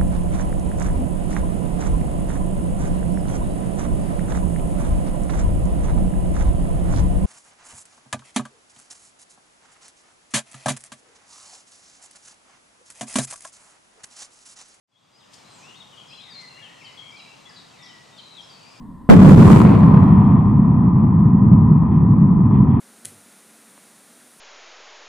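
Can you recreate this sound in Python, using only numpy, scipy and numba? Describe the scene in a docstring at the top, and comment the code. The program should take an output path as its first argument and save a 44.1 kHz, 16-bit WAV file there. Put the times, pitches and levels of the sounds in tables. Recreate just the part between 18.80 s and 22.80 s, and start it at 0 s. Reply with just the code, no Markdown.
"""Open ground near a concrete cooling tower, as demolition charges fire at its foot.
A shock front arrives as an N-wave and buffets the two microphone ports. Further charges crack, echo
and spit grit; the hollow shell booms and comes down in a long rumble of dense thuds and grinding
rubble, each a train of impacts. Underneath lies faint background noise with the camera microphone's
humming tint. The loudest waves overload the recorder, which rasps and flattens their crests."""
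import sys
import numpy as np
from scipy import signal
from scipy.fft import rfft, irfft, next_fast_len
from scipy.io import wavfile
from scipy.ndimage import uniform_filter1d
from numba import njit

SR = 44100
rng = np.random.default_rng(int(sys.argv[2]) if len(sys.argv) > 2 else 0)


def dump(signal):
    """Clip the signal to [-1, 1] and save it as 16-bit WAV at the path in sys.argv[1]."""
    limited = np.clip(np.atleast_2d(signal).T, -1, 1)
    pcm = np.round(limited * 32767).astype(np.int16)
    wavfile.write(sys.argv[1], SR, pcm)


N = 176400
TIME = np.arange(N) / SR
BLAST_S, PORT_LAG_S = .298, .00028

# force of the collapse (time [s], rumble level [dB], rubble level [dB])
COLLAPSE_FORCE = [(.29, -18, -35.5), (.345, -10.5, -29.5), (.365, -5.5, -31.5), (.58, -6, -29.5),
                  (.72, -9.5, -29.5), (.9, -9, -33.5), (1.15, -10, -26), (1.45, -10.5, -29),
                  (1.75, -12, -34), (2.2, -12.5, -34.5), (2.55, -12, -35.5), (2.73, -9.5, -35),
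                  (3.02, -13, -35.5), (3.3, -10.5, -36), (3.65, -12.5, -36.5), (3.8, -10.5, -34),
                  (4, -11, -35.5)]
# heavy blocks landing (time [s], thud level [dB], clack level [dB])
LANDINGS = [(1.038, 15, 0.5), (1.11, 9, -9), (1.402, 8, -5), (1.51, 7.5, -12), (1.541, 14, -10.5),
            (1.883, 5.5, -14.5), (2.078, 17, -13), (2.732, 6, -10), (3.033, 5.5, -12), (3.386, 6, -11.5),
            (3.422, 5.5, -10), (3.605, 13, -10.5), (3.711, 0, -10)]


def undb(db):
    """Decibels to amplitude ratio."""
    return 10 ** (np.asarray(db) / 20)


def curve(table, column=1):
    """Envelope interpolated from one dB column; silent before the first row."""
    rows = np.array(table)
    return undb(np.interp(TIME, rows[:, 0], rows[:, column], left=-150))


def response(hz, table):
    """Gain at each frequency, interpolated in dB over log frequency."""
    rows = np.array(table)
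    return undb(np.interp(np.log(hz + 1), np.log(rows[:, 0]), rows[:, 1]))


def colour(x, spectrum):
    """Minimum-phase filter of unit power: the spectrum sets shape, not overall level."""
    size = 2 * next_fast_len(N // 2 + 8192)
    gain = response(np.arange(size // 2 + 1) * SR / size, spectrum)
    cepstrum = irfft(np.log(gain / np.sqrt(np.mean(gain ** 2))))
    cepstrum[1:size // 2] *= 2  # folding the cepstrum makes the filter causal
    cepstrum[size // 2 + 1:] = 0
    return irfft(rfft(x, size) * np.exp(rfft(cepstrum)))[..., :N]


def spread(pair, side_db):
    """Sum and difference turn middle and side into left and right."""
    return pair[0] + undb(side_db) * pair[1] * np.array([[1], [-1]])


def widen(pair, width):
    """Sum and difference stereo with a side level that depends on frequency."""
    gain = response(np.arange(N // 2 + 1) * SR / N, width)
    return spread([pair[0], irfft(rfft(pair[1]) * gain, N)], side_db=0)


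def antiphase(x):
    """Opposite polarity at the two ports, the left slightly late."""
    return np.array([np.interp(TIME - PORT_LAG_S, TIME, x), -x])


def noise():
    """Two uncorrelated white noises."""
    return rng.standard_normal((2, N))


def impacts(per_s, scatter_db):
    """Two Poisson trains of blows with log-normal sizes, at unit power."""
    hits = (rng.random((2, N)) < per_s / SR) * np.sign(noise()) * undb(scatter_db * noise())
    return hits / np.sqrt(np.mean(hits ** 2))


def clicks(table, column=1):
    """One impulse for each row, sized by one dB column."""
    rows, out = np.array(table), np.zeros(N)
    out[np.round(rows[:, 0] * SR).astype(int)] = undb(rows[:, column])
    return out


def bursts(table, decay_s):
    """Envelope of instant attacks with exponential decay."""
    return sum(undb(db) * (TIME >= at) * np.exp(-np.abs(TIME - at) / decay_s) for at, db in table)


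def resonance(x, hz, width_hz):
    """Second-order resonator with unit gain at its centre."""
    return signal.lfilter(*signal.iirpeak(hz, hz / width_hz, fs=SR), x)


@njit
def follow(x, attack, release):
    """First-order envelope follower with separate rates of rise and fall."""
    out, level = np.empty(len(x)), 0.
    for i in range(len(x)):
        level += (x[i] - level) * (attack if x[i] > level else release)
        out[i] = level
    return out


def background():
    """Colouration: faint noise with the microphone's humming tint drops at the blast and creeps back."""
    # background noise as the camera microphone tints it (frequency [Hz], level [dB])
    spectrum = [(20, -5), (45, -3.5), (130, -6.5), (230, 3.5), (280, -0.5), (340, -17.5), (620, -27.5),
                (850, -25.5), (1020, -10.5), (1200, -29.5), (1550, -39), (1850, -31.5), (2300, -47.5),
                (4000, -47.5), (6000, -55.5), (8500, -47), (12000, -52.5), (16000, -61)]
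    drop_db, return_db_per_s = -16.5, 2
    age = TIME - BLAST_S
    dip_db = (age > 0) * np.minimum(drop_db + return_db_per_s * age, 0)
    return spread(colour(noise(), spectrum), side_db=-12) * undb(-38.5 + dip_db)


def whine():
    """Narrow-band noise is heard as a pitch: a very faint, steady high whine."""
    tone = resonance(noise(), hz=12100, width_hz=200)
    return undb(-94) * tone / tone.std()


def debris():
    """Brittle fracture: slabs snap, and crumbling concrete slides in swells of small impacts."""
    # Gaussian swells of sliding (centre time [s], half length [s], level [dB])
    slide_events = [(1.35, 0.36, -53), (3.151, 0.07, -58), (3.762, 0.048, -52.5), (3.968, 0.096, -55)]
    # sliding concrete (frequency [Hz], level [dB])
    slide_spectrum = [(700, -16.5), (1500, -4.5), (1900, 4), (2500, -1.5), (2900, -9), (3300, -5),
                      (3900, -22), (6000, -41), (16000, -64)]
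    # slabs breaking (time [s], level [dB])
    snap_events = [(1.045, -45), (1.234, -43), (2.736, -50.5)]
    # one snap (frequency [Hz], level [dB])
    snap_spectrum = [(500, -4.5), (2000, -1.5), (4000, -3.5), (7000, -14), (16000, -38.5)]
    swell = sum(undb(db) * np.exp(-((TIME - at) / half) ** 2) for at, half, db in slide_events)
    slides = colour(impacts(2800, scatter_db=5) * swell, slide_spectrum)
    snaps = colour(noise() * bursts(snap_events, decay_s=.002), snap_spectrum)
    return spread(slides + snaps, side_db=-9)


def boom():
    """Resonance of the hollow shell: low noise swells under the charges and dies away."""
    # envelope of the boom (time [s], level [dB])
    levels = [(.352, -5.5), (.43, -4.5), (.46, -1.5), (.6, 1), (.63, -6.5), (.71, -6), (.75, -12),
              (.95, -21), (1.2, -14), (1.7, -27), (2.2, -51)]
    # response of the shell (frequency [Hz], level [dB])
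    spectrum = [(50, -25), (90, -11.5), (122, -11), (155, 1), (175, -2), (200, -1.5), (240, -14),
                (300, -20), (450, -23.5), (700, -42), (2000, -75)]
    return spread(colour(noise() * curve(levels), spectrum), side_db=-14)


def rubble():
    """Impact noise: stones grind and blocks clack, coloured by narrow ringing of the camera microphone."""
    # clatter of the rubble (frequency [Hz], level [dB])
    spectrum = [(200, -13.5), (500, -17.5), (650, -3.5), (850, 1.5), (1020, 6), (1230, -2), (1420, -15.5),
                (1650, -21.5), (1880, -18), (2150, -27), (2450, -27), (2900, -42), (3280, -35),
                (3900, -48.5), (6000, -68.5), (16000, -76.5)]
    # stereo width (frequency [Hz], side level against middle [dB])
    width = [(500, -9.5), (1020, -5), (1280, -8.5), (1500, -4.5), (1850, -4.5), (2300, -8), (3000, -10),
             (5000, 0)]
    # narrow ringing of the camera microphone (frequency [Hz], bandwidth [Hz], gain [dB])
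    mic_modes = [(997, 82, -6), (1870, 58, -5), (2470, 110, -5.5), (3190, 79, 1)]
    stones = widen(impacts(4000, scatter_db=1.5) * curve(COLLAPSE_FORCE, column=2), width)
    clatter = colour(stones + clicks(LANDINGS, column=2), spectrum)
    mic_ringing = sum(undb(db) * resonance(clatter, hz, width_hz) for hz, width_hz, db in mic_modes)
    return (clatter + mic_ringing) * undb([[0], [-1]])  # slightly to the left


def rumble():
    """Superposition: dense thuds merge around single large blocks, and the surroundings return a roar."""
    # heavy impact (frequency [Hz], level [dB])
    thud_spectrum = [(20, -33), (40, -22), (65, -11.5), (105, -0.5), (160, 1), (210, 0.5), (270, -9.5),
                     (350, -19.5), (480, -31.5), (700, -51), (1500, -72), (4000, -100)]
    # low reverberation (frequency [Hz], level [dB])
    roar_spectrum = [(60, -26), (180, 9.5), (260, 1), (400, -17), (600, -18), (1200, -43.5), (4000, -78.5)]
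    force = curve(COLLAPSE_FORCE)
    blows = spread(impacts(1200, scatter_db=1) * force, side_db=-18)
    thuds = colour(blows + clicks(LANDINGS), thud_spectrum)
    roar = spread(colour(noise() * force, roar_spectrum), side_db=-14.5)
    return thuds + undb(-18.5) * roar


def grit():
    """Shot noise: flying grit crackles as many tiny random impacts."""
    # envelope of the spray (time [s], level [dB])
    levels = [(.297, -36), (.37, -51), (.5, -41), (.6, -44.5), (.7, -40.5), (.82, -44), (.85, -52),
              (1.05, -62.5), (1.4, -85), (1.7, -108)]
    # one grain striking (frequency [Hz], level [dB])
    spectrum = [(1000, -12), (3000, -4), (5500, -11), (7500, -5), (11000, -12.5), (15000, -25)]
    grains = impacts(1800, scatter_db=4) * curve(levels)
    return spread(colour(grains, spectrum), side_db=-.7)


def echo():
    """Dense reflections from ground and shell hold while the charges fire, then decay exponentially."""
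    # reflected sound (frequency [Hz], level [dB])
    spectrum = [(100, -26.5), (300, 10.5), (480, -3), (700, -6), (1100, -7.5), (1600, -18.5), (2400, -20.5),
                (3200, -33), (4500, -35.5), (8000, -61), (16000, -73)]
    hold_until_s, decay_db_per_s = .89, 36.5
    tail = (TIME > BLAST_S) * undb(-20 - decay_db_per_s * np.maximum(TIME - hold_until_s, 0))
    return spread(colour(impacts(3000, scatter_db=5) * tail, spectrum), side_db=-2)


def charges():
    """Impulse response: each charge gives a sharp report with brief scattering and a narrow ring."""
    # firing sequence (time [s], level [dB])
    firings = [(.391, -12.5), (.418, -3), (.447, -7), (.456, -1.5), (.4955, 5.5), (.520, 0), (.544, -4),
               (.562, -7), (.615, -6.5), (.631, -6.5), (.658, -7.5), (.678, -7.5), (.685, -2.5),
               (.703, 0.5), (.7315, 3.5), (.742, -6), (.7615, 2.5), (.771, -3), (.803, 2.5), (.817, 2.5),
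               (.834, -9), (.851, -8), (.894, -7), (.904, -6.5), (.918, -7), (.94, -5), (.95, -7),
               (1.008, -13)]
    # one report (frequency [Hz], level [dB])
    spectrum = [(100, -5.5), (400, 4), (750, -4), (1020, 2.5), (1300, -4.5), (1700, -21), (2200, -17),
                (3200, -28.5), (8000, -49.5), (16000, -45.5)]
    scatter = undb(-20) * spread(noise() * bursts(firings, decay_s=.0015), side_db=-3.5)
    reports = undb(6.5) * colour(clicks(firings) + scatter, spectrum)
    return reports + undb(-4.5) * resonance(reports, hz=984, width_hz=85)


def buffet():
    """Saturation: the blast drives the two microphone ports against each other until they clip."""
    # pressure fluctuation at the ports (frequency [Hz], level [dB])
    spectrum = [(25, -12), (90, -13), (150, 1.5), (210, 6), (320, -10.5), (450, -5), (900, -26.5),
                (2300, -44), (3200, -47), (8000, -68.5), (16000, -75.5)]
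    rise_s, length_s, fall_s = .00057, .045, .006
    decay_db_per_s, port_limit = 87.5, 1.1
    age = np.maximum(TIME - BLAST_S, 0)
    gate = np.minimum(age / rise_s, 1) * np.exp(-np.maximum(age - length_s, 0) / fall_s)
    swing, common = colour(noise(), spectrum) * gate * undb(3 - decay_db_per_s * age)
    return np.clip(antiphase(swing) + undb(-10) * common, -port_limit, port_limit)


def shock():
    """The shock front is an N-wave, dulled by distance, with a volley of hard cracks close behind it."""
    # cracks of the first blast (time [s], level [dB])
    volley = [(.294, 6), (.2995, 11), (.301, 11), (.306, -1.5), (.3157, 10.5), (.326, 0), (.3345, 4.5),
              (.341, 2)]
    # one crack (frequency [Hz], level [dB])
    spectrum = [(200, -2), (600, 3.5), (1200, 2), (2200, -4.5), (3200, -23), (8000, -34.5), (16000, -28)]
    arrival_s, length_s, low_hz, high_hz = .2905, .0037, 70.4, 820
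    phase = (TIME - arrival_s) / length_s  # 0 to 1 across the N-wave
    front = ((phase >= 0) & (phase < 1)) * (2 * phase - 1)
    after = phase - 1
    rebound = (after >= 0) * np.exp(-np.abs(after) * 1.3) * np.cos(np.pi * after * 1.5)
    highpass = signal.butter(1, low_hz, "high", fs=SR, output="sos")
    lowpass = signal.butter(2, high_hz, fs=SR, output="sos")
    wave = signal.sosfilt(np.vstack([highpass, lowpass]), 1.3 * front + rebound)
    cracks = antiphase(colour(clicks(volley), spectrum))
    return cracks + undb(1) * wave


def rasp(x):
    """Threshold distortion: under sustained overload the microphone ticks once on each large wave."""
    # one overload tick (frequency [Hz], level [dB])
    spectrum = [(300, -3.5), (700, 7), (1400, 11), (2400, -1.5), (3500, -5), (6000, -23), (9000, -21),
                (16000, -43.5)]
    average_s, onset_load, full_load, threshold = .12, .36, .46, .8
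    load = uniform_filter1d(np.abs(x).mean(axis=0), int(average_s * SR))
    strain = np.clip((load - onset_load) / (full_load - onset_load), 0, 1)
    crossings = np.diff(1. * (np.abs(x) > threshold), prepend=0) > 0
    ticks = crossings * np.sign(x) * strain * undb(-5 + 2 * noise())
    return colour(ticks, spectrum)


def scene():
    """Linear superposition of blast, collapse and background."""
    blast = shock() + buffet() + charges() + echo() + grit()
    collapse = boom() + rumble() + rubble() + debris()
    return blast + collapse + background() + whine()


def record(dry):
    """Limiting and soft clipping: crests that outrun a sluggish limiter rasp and flatten; the top is cut."""
    limit, attack_s, release_s = 1.05, .0015, .03
    ceiling, knee, top_hz = .997, 24, 15500
    middle_level = follow(np.abs(dry.mean(axis=0)), 1 / (attack_s * SR), 1 / (release_s * SR))
    held = dry / np.maximum(middle_level / limit, 1)
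    held = held + rasp(held)
    clipped = ceiling * held / (1 + np.abs(held) ** (2 * knee)) ** (.5 / knee)
    lowpass = signal.ellip(8, .1, 70, top_hz, fs=SR, output="sos")
    fade_out = np.minimum(np.arange(N)[::-1] / 64, 1)
    return fade_out * signal.sosfilt(lowpass, clipped)


dry = scene()
out = record(dry)
dump(out)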